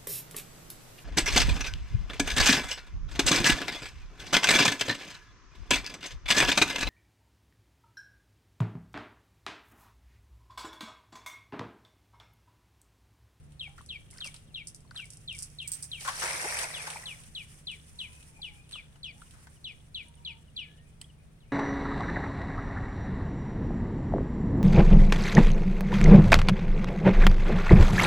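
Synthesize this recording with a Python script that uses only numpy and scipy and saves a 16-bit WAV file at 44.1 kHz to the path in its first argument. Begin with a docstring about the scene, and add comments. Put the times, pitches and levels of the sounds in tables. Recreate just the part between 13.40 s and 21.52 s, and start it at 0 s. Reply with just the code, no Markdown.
"""A cast net is thrown into a calm river: its metal weights clink as it is gathered and swung, then
rim and mesh patter into the water, punching air pockets, raising spray and leaving a fading fizz.
The fisher wades at the muddy edge, with plops, sucking mud and flicked water. A bird repeats one
falling chirp close by; other birds whistle far off and a distant engine thuds in the open air.
Near the end comes a single sharp, bright click close by."""
import sys
import numpy as np
from scipy import signal
from scipy.fft import rfft, irfft, next_fast_len
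from scipy.io import wavfile
from scipy.ndimage import uniform_filter1d

SR = 44100
rng = np.random.default_rng(int(sys.argv[2]) if len(sys.argv) > 2 else 0)


def int16_out(signal):
    """Quantize to a 16-bit WAV file."""
    q = np.round(np.clip(np.atleast_2d(signal).T, -1, 1) * 32767)
    wavfile.write(sys.argv[1], SR, q.astype(np.int16))


N = 358091
TIME = np.arange(N) / SR
LEFT_LAG_S = .000385  # source off to the right
# sound from all around, alike only in the bass: freq_hz, left_right_likeness
AMBIENT_LIKENESS = [(25, -0.2), (60, 1.1), (150, 0.67), (300, 0.6), (640, 0.2), (1400, 0.1), (3000, 0.1),
                    (7000, 0)]


def from_db(db):
    """Decibels to gain."""
    return 10 ** (np.asarray(db) / 20)


def rms_one(x):
    """Scale to rms 1."""
    return x / np.sqrt(np.mean(x ** 2) + 1e-20)


def at_bins(points):
    """Read (freq_hz, value) rows at every FFT bin."""
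    hz, value = np.transpose(points)
    bins_hz = np.fft.rfftfreq(next_fast_len(N, True), 1 / SR)
    return np.interp(np.log(bins_hz + 1), np.log(hz), value)


def shaped(x, gains):
    """Apply one gain per FFT bin."""
    size = next_fast_len(N, True)
    return irfft(rfft(x, size) * gains, size)[..., :N]


def coloured(x, spectrum):
    """Filter by (freq_hz, gain_db) rows; white noise keeps its power."""
    return shaped(x, rms_one(from_db(at_bins(spectrum))))


def filtered(x, hz, kind):
    """Butterworth filter."""
    return signal.sosfilt(signal.butter(2, hz, kind, fs=SR, output="sos"), x)


def drift(rate_hz):
    """Smooth random wander, rms about 1."""
    step, settle = 40, 2000
    pole = np.exp(-2 * np.pi * rate_hz * step / SR)
    noise = rng.standard_normal(N // step + settle + 2)
    slow = signal.lfilter([1], [1, -2 * pole, pole * pole], noise)[settle:]
    return np.interp(np.arange(N) / step, np.arange(len(slow)), rms_one(slow))


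def delayed(x, lag_s):
    """Fractional delay."""
    return np.interp(TIME - lag_s, TIME, x, left=0)


def add(out, start_s, sound):
    """Mix sound into out at start_s."""
    start = int(np.clip(round(start_s * SR), 0, N - 1))
    out[..., start:start + sound.shape[-1]] += sound[..., :N - start]


def decay(t60_s):
    """Exponential fall of 60 dB."""
    return from_db(-np.linspace(0, 60, max(int(t60_s * SR), 8)))


def swell(start_s, attack_s, hold_s, t60_s):
    """Envelope: linear rise, hold, exponential fall."""
    t = TIME - start_s
    return np.clip(t / attack_s, 0, 1) * from_db(-60 * np.clip((t - attack_s - hold_s) / t60_s, 0, 3))


def ring(clicks, hz, t60_s):
    """Resonator: a unit click starts a decaying unit sine."""
    radius, angle = from_db(-60 / (t60_s * SR)), 2 * np.pi * hz / SR
    return signal.lfilter([0, np.sin(angle)], [1, -2 * radius * np.cos(angle), radius ** 2], clicks + 1e-18)


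def grains(per_s, spread_db):
    """Two trains of random clicks of uneven size; rms 1."""
    sizes = from_db(spread_db * np.minimum(rng.exponential(1, (2, N)), 4))
    signs = rng.choice([-1, 1], (2, N))
    return rms_one(sizes * signs * (rng.random((2, N)) < per_s / SR))


def bubbles(per_s, cycles, spread_db, band_hz, sizes):
    """Bubbles ring for some cycles, each at the pitch of its size; rms 1."""
    clicks = grains(per_s, spread_db)
    size = rng.integers(0, sizes, N)
    pitches_hz = np.geomspace(*band_hz, sizes)
    rings = (hz * ring(clicks * (size == k), hz, cycles / hz) for k, hz in enumerate(pitches_hz))
    return rms_one(sum(rings))


def scatter(x, t60_s):
    """Diffuse reflections from bank and ripples, different left and right."""
    fade = decay(t60_s)
    tail = rng.standard_normal((2, SR * 2))[:, :len(fade)] * fade[:SR * 2]
    tail /= np.sqrt(np.sum(tail ** 2) / 2)
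    return signal.fftconvolve(np.atleast_2d(x), tail, axes=1)[:, :N]


def diffuse(pair, likeness):
    """Mix two unrelated signals to a left-right likeness per frequency."""
    alike = np.clip(at_bins(likeness), -.99, .99)
    mid, side = shaped(pair, np.sqrt([(1 + alike) / 2, (1 - alike) / 2]))
    return np.array([mid + side, mid - side])


def from_one_side(pair, lag_s):
    """A wide source off to one side: channels partly alike, left later."""
    # splash width: freq_hz, left_right_likeness
    likeness = [(250, 1), (600, 0.76), (1200, 0.68), (2500, 0.096), (5000, 0.037), (10000, 0.073)]
    left, right = diffuse(pair, likeness)
    return np.array([delayed(left, lag_s), right])


def open_air(level_db=-56.5):
    """Steady rumble and hush of open country."""
    # air spectrum: freq_hz, gain_db
    air_colour = [(12, -55), (20, 4.5), (50, -3), (92, -5.5), (169, -8), (337, -18.5), (497, -20.5),
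                  (889, -26.5), (994, -30), (1110, -28), (2100, -30), (2410, -31.5), (3760, -35),
                  (9370, -48), (15000, -48)]
    return from_db(level_db) * diffuse(coloured(rng.standard_normal((2, N)), air_colour), AMBIENT_LIKENESS)


def far_engine(firing_hz=14.55, wander=.00593, fading_db=3, gain_db=-3):
    """Only a slow engine's low harmonics carry this far, each fading in and out."""
    # engine lines: firing_multiple, level_db
    harmonics = [(5, -60), (7, -69), (8, -63.5), (9, -67.5), (10, -61), (11, -63.5), (12, -79.5), (15, -74)]
    phase = 2 * np.pi * np.cumsum(firing_hz * (1 + wander * drift(.98))) / SR
    out = np.zeros(N)
    for multiple, db in harmonics:
        gain = from_db(db + gain_db + fading_db * drift(2.06))
        out += gain * np.sin(multiple * phase + rng.uniform(0, 2 * np.pi))
    return np.sqrt(2) * out


def far_birds(gain_db=-5, waver=.0159, flutter_db=3):
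    """Thin wavering whistles swell, bend and arrive as reflections."""
    # whistles: start_s, length_s, level_db, opening_hz, middle_hz, closing_hz
    whistles = [(4.527, 0.26, -61.5, 940, 974, 977), (4.654, 0.17, -56, 2270, 2480, 2510),
                (4.824, 0.42, -66, 923, 872, 746), (4.925, 0.073, -57, 2430, 2454, 2150),
                (5.075, 0.19, -56, 2150, 2396, 2590), (5.685, 0.19, -64, 557, 883, 1110),
                (6.5, 0.084, -72, 2320, 2420, 2440), (6.628, 0.084, -66, 960, 950, 900),
                (6.751, 0.076, -63, 930, 944, 930), (6.819, 0.068, -60, 2340, 2400, 2470),
                (6.865, 0.114, -62.5, 925, 915, 870), (7.193, 0.27, -66, 1680, 1755, 1930),
                (7.138, 0.072, -61.5, 2330, 2470, 2400), (7.439, 0.06, -62, 2280, 2505, 2420),
                (7.762, 0.068, -70, 2290, 2480, 2360), (8.02, 0.39, -63, 2150, 2620, 2500)]
    out = np.zeros(N)
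    wobble = 1 + waver * drift(15)
    for start_s, length_s, db, *pitches_hz in whistles:
        along = np.clip((TIME - start_s) / length_s, 0, 1)
        hz = wobble * np.polyval(np.polyfit([0, .5, 1], pitches_hz, 2), along)
        arch = np.sqrt(2 * np.abs(np.sin(np.pi * along)))
        out += from_db(db + gain_db) * arch * np.sin(2 * np.pi * np.cumsum(hz) / SR)
    return scatter(out * from_db(flutter_db * drift(60)), t60_s=.2)


def chirp(attack_s, sag_db_per_s, octave_db):
    """A whistle with a hoarse octave swoops onto a slower glide, sags and ends in a downward flick."""
    floor_hz, flick_hz_per_s = 1767, 19000
    swoop_hz, swoop_s, glide_hz, glide_s = 1400, .0048, 2122, .0561
    crest_s, end_s, end_t60_s = .025, .087, .036
    t = np.arange(SR // 7) / SR
    ending_s = np.maximum(t - end_s, 0)
    swoop = swoop_hz * swoop_s * (1 - np.exp(-t / swoop_s))
    glide = glide_hz * glide_s * (1 - np.exp(-t / glide_s))
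    phase = 2 * np.pi * (floor_hz * t + swoop + glide - flick_hz_per_s * ending_s ** 2 / 2)
    rasp = rms_one(uniform_filter1d(rng.standard_normal(len(t)), size=110))
    octave = from_db(octave_db - 2.5) * rms_one(1 + .9 * rasp) * np.sin(2 * phase)
    fundamental = from_db(-sag_db_per_s * np.maximum(t - crest_s, 0)) * np.sin(phase)
    envelope = np.minimum(t / attack_s, 1) ** 3 * from_db(-60 * ending_s / end_t60_s)
    return np.sqrt(2) * envelope * (fundamental + octave)


def near_bird(gain_db=.95, rough_db=2.6, water_gain=.57, left_db=-.8):
    """Chirps beat with their reflection off the water; leaves blur them, the far bank returns a pip."""
    # calls, faint ones from a second bird: start_s, level_db, attack_s, sag_db_per_s, octave_db
    calls = [(0.1903, -40.5, 0.0068, 201, -33), (0.486, -42, 0.005, 144, -29),
             (0.8013, -41, 0.0049, 177, -45), (1.066, -72, .006, 215.5, -46),
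             (1.138, -40, 0.0068, 198, -30), (1.5559, -40.5, 0.0059, 190, -39),
             (1.8735, -39.5, 0.0049, 235, -28), (2.1823, -40.5, 0.005, 245, -43),
             (2.5107, -40.5, 0.0065, 254, -56), (3.3338, -40.5, 0.0066, 182, -43),
             (3.653, -41, 0.0053, 163, -43), (3.9462, -39, 0.0047, 230, -25.5),
             (4.266, -39, 0.0045, 229, -36), (4.5846, -39, 0.0053, 220, -33),
             (5.015, -40.5, 0.0033, 243, -28), (5.234, -73, .006, 300, -41),
             (5.3242, -41, 0.0046, 194, -32), (5.6279, -40.5, 0.0044, 191, -23),
             (6.239, -40.5, 0.0044, 215.5, -26), (6.5422, -39, 0.0044, 200, -31),
             (6.8458, -40, 0.0042, 224, -26), (7.1605, -39.5, 0.0036, 221, -27),
             (7.2, -54, 0.014, 114, -43), (7.998, -69.5, .006, 300, -46)]
    # water reflection, sooner once the listener has moved: time_s, lag_s
    water_lag = [(2.6, .00217), (3.3, .00205)]
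    # scatter off leaves: freq_hz, gain_db
    leaf_colour = [(1900, -8), (2350, -5.5), (2900, 1), (3400, 2), (4100, 0), (5000, -6)]
    # bank echo, growing clearer: time_s, gain_db
    echo_levels = [(0, -42), (4.5, -35), (5.5, -28), (8.12, -27)]
    direct = np.zeros(N)
    for start_s, db, *shape in calls:
        add(direct, start_s, from_db(db + gain_db) * chirp(*shape))
    reflection = water_gain * delayed(direct, np.interp(TIME, *np.transpose(water_lag)))
    song = (direct + reflection) * from_db(rough_db * drift(240))
    panned = np.array([from_db(left_db) * delayed(song, LEFT_LAG_S), song])
    leafy = shaped(song, from_db(at_bins(leaf_colour)))
    blur = from_db(-9.8) * scatter(delayed(leafy, lag_s=.006), t60_s=.26)
    tail = from_db(-21) * scatter(leafy, t60_s=.91) * drift(88)
    pip = delayed(filtered(song, [2780, 3120], "band"), lag_s=.508)
    echo = from_db(np.interp(TIME, *np.transpose(echo_levels))) * pip
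    return panned + blur + tail + echo


def fizz(gain_db=-6, flicker_db=2.13, foam_db=-45.5, trickle_db=-68):
    """Foam bursts and dies away; drips and tiny bubbles keep ticking under the wet net and rope."""
    # showers off net and rope: start_s, attack_s, t60_s, level_db
    showers = [(.15, 0.069, 13, -61.5), (0.717, 0.14, 0.27, -52), (.842, 0.014, 0.2, -49),
               (1.5, 0.061, 4.6, -58), (1.555, 0.016, 0.16, -50), (1.712, 0.017, 0.16, -57),
               (1.9, 0.12, 0.84, -49.5), (2.24, 0.058, 1.5, -46.5), (2.42, 0.003, 0.1, -53),
               (4.45, 0.31, 2, -53.5), (5.72, 0.056, 5.4, -55.5)]
    # fizz spectrum: freq_hz, gain_db
    fizz_colour = [(500, -16), (1200, -8), (2500, -3), (4000, -13.5), (5800, -4), (6800, -7), (8300, -1),
                   (9400, 3), (10500, -8.5), (15500, -21.5)]
    foam = from_db(foam_db) * swell(start_s=2.13, attack_s=1, hold_s=0, t60_s=7.33)
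    power = from_db(trickle_db) ** 2 + foam ** 2
    for start_s, attack_s, t60_s, db in showers:
        power += (from_db(db) * swell(start_s, attack_s, 0, t60_s)) ** 2
    envelope = np.sqrt(power) * from_db(gain_db + flicker_db * drift(18.3))
    ticks = from_db(-12) * bubbles(per_s=90, cycles=45, spread_db=2, band_hz=(3500, 11000), sizes=14)
    return envelope * coloured(grains(per_s=15000, spread_db=1) + ticks, fizz_colour)


def sharp_ticks(band_ratio=1.12, wet_db=-12):
    """Short sharp ticks, mostly near 5 kHz, probably the net's weights clicking."""
    # ticks: start_s, peak_db, centre_hz, t60_s
    ticks = [(0.7824, -38, 5340, 0.015), (0.845, -36, 4700, 0.0078), (0.852, -36, 5160, 0.0076),
             (0.861, -36, 5360, 0.0058), (0.8667, -38, 5200, 0.015), (0.874, -33, 5400, .007),
             (.943, -48, 4730, 0.011), (.963, -41, 4600, .012), (1.5095, -43.5, 4700, .012),
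             (1.5555, -47, 1700, 0.026), (1.5745, -43, 5170, .008), (1.602, -44, 5160, .01),
             (7.614, -39, 4670, .016), (7.617, -39, 8350, .012)]
    out = np.zeros(N)
    t = np.arange(SR // 10) / SR
    for start_s, db, hz, t60_s in ticks:
        noise = rng.standard_normal(len(t)) * from_db(-60 * np.minimum(t / t60_s, 3))
        burst = filtered(noise, [hz / band_ratio, hz * band_ratio], "band")
        add(out, start_s, from_db(db) * burst / np.abs(burst).max())
    return out + from_db(wet_db) * scatter(out, t60_s=.091)


def wading(gain_db=1, plop_bend=.226, suck_bend=-.65, wet_db=-6):
    """Air pockets gurgle and rise in pitch as they surface; sucking mud falls in pitch."""
    # air pockets and drips at the feet and under the net: start_s, level_db, pitch_hz, t60_s
    plops = [(.272, -56.5, 770, 0.24), (0.38, -47, 1336, 0.055), (0.39, -48, 1800, 0.02),
             (0.408, -51.5, 1110, 0.07), (.76, -59, 1500, 0.12), (.856, -47.5, 570, 0.047),
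             (1.474, -51.5, 4050, 0.014), (1.512, -37.5, 1420, 0.02), (1.547, -53, 1230, .044),
             (1.592, -47.5, 1480, .07), (2.678, -25, 1064, 0.097), (2.833, -31.5, 464, 0.045),
             (2.84, -40, 352, 0.089), (2.94, -42, 330, 0.08), (3.04, -36, 327, 0.057),
             (2.857, -41, 845, 0.11), (3.051, -28.5, 810, 0.045), (3.055, -30.5, 438, 0.052),
             (3.123, -32, 1780, 0.033), (3.247, -32, 595, 0.036), (3.478, -36, 845, 0.053),
             (3.559, -27, 850, 0.022), (3.57, -37, 2260, 0.027), (3.634, -42, 1890, 0.036),
             (4.272, -56, 820, 0.046), (4.993, -48.5, 796, 0.034), (5.556, -57, 640, 0.037),
             (5.356, -44.5, 1175, 0.032), (5.357, -51, 610, 0.028), (5.819, -44, 1310, 0.032),
             (6.071, -52, 1470, 0.031), (6.684, -46.5, 9060, 0.017), (6.754, -49, 8800, 0.015),
             (7.026, -55, 7700, 0.0092), (7.617, -49.5, 8400, 0.045), (7.6148, -40.5, 2940, 0.029),
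             (7.625, -55, 1930, 0.023), (7.642, -47, 3140, 0.029)]
    # mud at a lifted foot: start_s, level_db, pitch_hz, t60_s
    sucks = [(.729, -59, 2190, 0.081), (0.787, -47, 2000, 0.022), (.812, -58, 1275, .04),
             (.852, -56, 1250, 0.03), (1.45, -56, 1080, .04)]
    out = np.zeros(N)
    gurgle = 1 + .5 * drift(210)
    for events, bend in (plops, plop_bend), (sucks, suck_bend):
        for start_s, db, hz, t60_s in events:
            fade = decay(t60_s)
            cycles = np.cumsum(hz * (1 + bend * np.linspace(0, 1, len(fade)))) / SR
            onset = np.minimum(cycles / 2, 1)
            add(out, start_s, from_db(db + gain_db) * onset * fade * np.sin(2 * np.pi * cycles))
    out *= gurgle
    return out + from_db(wet_db) * scatter(out, t60_s=.023)


def flicked_water(gain_db=16):
    """Water flicked by a foot, a weight or the rope lands with a snap and a short crackle."""
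    # flicks: start_s, level_db
    flicks = [(0.121, -54.5), (0.381, -63), (.414, -50), (.704, -48.5), (.749, -53), (.7735, -45.5),
              (.811, -58), (0.845, -39), (0.873, -40), (0.9425, -38.5), (1.509, -55), (1.556, -46),
              (1.574, -47), (2.6094, -36), (2.653, -41), (2.756, -39), (2.868, -34), (2.9, -30),
              (3.1888, -24), (3.424, -36), (3.502, -29.5), (3.836, -45), (4.3153, -43), (4.7305, -48),
              (4.7517, -50), (4.8272, -47), (5.292, -48), (5.311, -43), (5.3213, -40.5), (5.356, -55),
              (5.817, -49), (5.9092, -47.5), (6.0734, -67), (6.683, -59), (7.6132, -45)]
    # flick spectrum: freq_hz, gain_db
    flick_colour = [(300, -47), (1200, -6.5), (3000, 7), (4000, 2), (5400, 2), (6800, 0), (8900, 10.5),
                    (11000, -2.5), (15500, -21)]
    impulses = np.zeros(N)
    for start_s, db in flicks:
        add(impulses, start_s, from_db([db + gain_db]))
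    crackle = scatter(impulses, t60_s=.3)
    snap = scatter(impulses, t60_s=.027)
    return diffuse(coloured(crackle + snap, flick_colour), AMBIENT_LIKENESS)


def weight_ring(contacts, size_spread=.03):
    """Contacts ring the modes of a metal weight; no two weights are quite the same size."""
    # modes: pitch_hz, level_db, t60_s
    modes = [(5200, -11, .006), (6100, -8, .008), (7700, -7, .012), (8250, 0, .022), (8600, 0, .022),
             (9300, -3, .012), (12500, -16, .004), (15000, -17, .004)]
    t = np.arange(SR // 20) / SR
    response = np.zeros(len(t))
    for hz, db, t60_s in modes:
        fade = from_db(db - 60 * t / t60_s + 2 * rng.normal())
        response += fade * np.sin(2 * np.pi * hz * (1 + size_spread * rng.normal()) * t)
    return signal.fftconvolve(contacts, [response / np.sqrt(np.sum(response ** 2))], axes=1)


def net_weights(knock_db=-2.5, rattle_db=-16.5):
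    """Each knock shakes its neighbours into a rattle; in the throw the chain clashes, hard and bright."""
    # weights clinking; last row, a single sharp, bright click close by: start_s, level_db
    clinks = [(0.462, -40.5), (0.7105, -37), (0.7308, -50.5), (0.739, -41.5), (.7825, -49), (.8445, -41),
              (.853, -39), (.8627, -34), (.8755, -43), (.9425, -53), (.9633, -47), (1.272, -27),
              (1.2835, -35.5), (1.3468, -33.5), (1.3595, -50), (1.4055, -48), (1.5723, -48), (1.644, -43),
              (1.656, -39), (1.704, -33), (1.724, -46), (1.734, -36), (1.7714, -40), (1.928, -37.5),
              (1.95, -35), (1.9667, -37), (1.9832, -37), (1.9894, -24.5), (2.0004, -40), (2.024, -26.5),
              (2.0293, -26), (2.101, -42), (2.216, -39.5), (2.229, -42), (2.427, -33), (2.4285, -44),
              (2.4315, -31), (2.442, -34), (7.6141, -49)]
    # clashes in the throw; last row, the treble of that click: start_s, level_db, t60_s, lowpass_hz
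    bright_bursts = [(2.2755, -33, .02, 17000), (2.278, -30, .014, 13000), (2.2825, -36, .07, 15000),
                     (2.3183, -21.5, .01, 19000), (2.3228, -26.5, .016, 19000), (2.3275, -33.5, .04, 17000),
                     (2.334, -34, .13, 14000), (2.4245, -38.5, .16, 13000), (7.6146, -38.5, .007, 19000)]
    # contact spectra: freq_hz, gain_db
    clink_colour = [(1500, -60), (3300, -15), (4800, 12.5), (5600, 16), (6800, 11), (8500, 17),
                    (9800, 20.5), (12000, 3), (15500, -10)]
    clash_colour = [(1500, -42), (3300, -12), (4800, 6), (6800, 6), (8400, 32.5), (10000, 25), (12000, 23),
                    (14000, 20), (15000, 22), (15800, 31)]
    knocks, clashes, rings = np.zeros((3, 2, N))
    dense = rng.standard_normal((2, N))
    loose = grains(per_s=3000, spread_db=2.5)

    def hit(out, texture, start_s, db, t60_s, ring_db):
        """Add a burst of contacts to out and its metal ring to rings."""
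        fade = decay(t60_s)
        start = int(start_s * SR)
        contacts = from_db(db) * fade * texture[:, start:start + len(fade)]
        add(out, start_s, contacts)
        add(rings, start_s, from_db(ring_db) * weight_ring(contacts))

    for start_s, db in clinks:
        hit(knocks, dense, start_s, db + knock_db, t60_s=.0046, ring_db=-8)
    for start_s, db in clinks:
        hit(knocks, loose, start_s, db + rattle_db, t60_s=.12, ring_db=-8)
    for start_s, db, t60_s, lowpass_hz in bright_bursts:
        hit(clashes, filtered(dense, lowpass_hz, "low"), start_s, db, t60_s, ring_db=0)
    return coloured(knocks, clink_colour) + coloured(clashes, clash_colour) + filtered(rings, 3800, "high")


def water_slaps(gain_db=3.5):
    """Water slapped by the net or stirred by a foot: decaying bursts of dense clicks."""
    # slaps: start_s, level_db, t60_s
    slaps = [(.27, -70, .4), (0.379, -55.5, 0.14), (.725, -64.5, 0.7), (0.81, -49.5, 0.047),
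             (0.849, -54.5, 0.18), (0.944, -60, 0.045), (1.511, -59, 0.056), (1.545, -59, 0.23),
             (2.65, -42, 0.96), (2.677, -34.5, 0.059), (2.687, -35.5, 0.049), (2.819, -37, 0.53),
             (3.226, -44, 0.091), (3.47, -37.5, 0.092), (3.554, -69, 0.41), (5.312, -65.5, 1),
             (5.355, -67, 0.047), (5.557, -61.5, .05), (5.818, -63, 0.046), (5.937, -64.5, 1),
             (6.07, -54, 0.044), (7.614, -53, 0.043)]
    # slap spectrum: freq_hz, gain_db
    slap_colour = [(250, -25), (550, 3.5), (800, 10), (1100, 13), (1600, 14.5), (2400, 5), (4000, 2.5),
                   (8500, 1), (14000, -14)]
    envelope = np.zeros(N)
    for start_s, db, t60_s in slaps:
        add(envelope, start_s, from_db(db + gain_db) * decay(t60_s))
    return coloured(envelope * grains(per_s=9000, spread_db=2), slap_colour)


def net_splash(surge_db=-.13, churn_lag_s=.0094):
    """The mesh raises a fine spray; the weights punch air pockets that ring a moment later."""
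    # rim, spread mesh and last folds landing: start_s, attack_s, hold_s, t60_s, churn_db, spray_db
    landings = [(2.592, 0.016, 0.23, 0.15, -54.5, -46), (2.754, 0.085, 0.4, 0.065, -38, -40),
                (3.162, 0.11, 0.25, 0.81, -45, -47)]
    # churned water and spray spectra: freq_hz, gain_db
    churn_colour = [(150, -33), (280, -26), (450, -3), (850, 0.5), (1400, -2.5), (2200, 4.5), (2700, -3.5),
                    (3400, -46), (6000, -38)]
    spray_colour = [(1200, -14.5), (2500, -5), (3500, -7.5), (5800, 0.5), (6800, -6.5), (8300, -0.5),
                    (9400, 2.5), (10500, -8), (12500, -14.5), (15500, -26)]
    surge = from_db(surge_db * drift(40))
    pockets = bubbles(per_s=850, cycles=42, spread_db=2.3, band_hz=(330, 3000), sizes=48)
    patter = coloured(grains(per_s=2800, spread_db=3.2), churn_colour)
    churn = from_db(-1) * rms_one(coloured(pockets, churn_colour)) + from_db(-4.5) * patter
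    mist = grains(per_s=5000, spread_db=-.5)
    droplets = bubbles(per_s=420, cycles=32, spread_db=2, band_hz=(2800, 12000), sizes=18)
    spray = coloured(mist + from_db(-3.5) * droplets, spray_colour)
    churn_gain, spray_gain = np.zeros((2, N))
    for start_s, *shape, churn_db, spray_db in landings:
        churn_gain += from_db(churn_db) * swell(start_s + churn_lag_s, *shape)
        spray_gain += from_db(spray_db) * swell(start_s, *shape)
    body = from_one_side(surge * churn_gain * churn + water_slaps(), lag_s=.00019)
    return body + from_one_side(surge * spray_gain * spray, LEFT_LAG_S)


def scene():
    """The fisher's sounds with a faint return from the bank, among birds and distant noise."""
    fisher = net_weights() + net_splash() + wading() + flicked_water() + sharp_ticks()
    bank = from_db(-20) * scatter(fisher, t60_s=.7)
    return fisher + bank + fizz() + near_bird() + far_birds() + far_engine() + open_air()


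def record(dry, cutoff_hz=16250):
    """Colour each channel and cut the top."""
    # channel balance: freq_hz, left_minus_right_db
    balance = [(60, -.5), (400, -0.8), (700, -0.5), (1300, 3), (2400, 4), (4400, 3), (6300, 3),
               (8300, -10.5), (11000, 0), (15000, -1)]
    gains = from_db(at_bins(balance) * np.array([[.5], [-.5]]))
    heard = shaped(dry, gains / np.sqrt(np.mean(gains ** 2, axis=0)))
    return signal.sosfilt(signal.ellip(10, .1, 70, cutoff_hz, fs=SR, output="sos"), heard)


dry = scene()
out = record(dry)
int16_out(out)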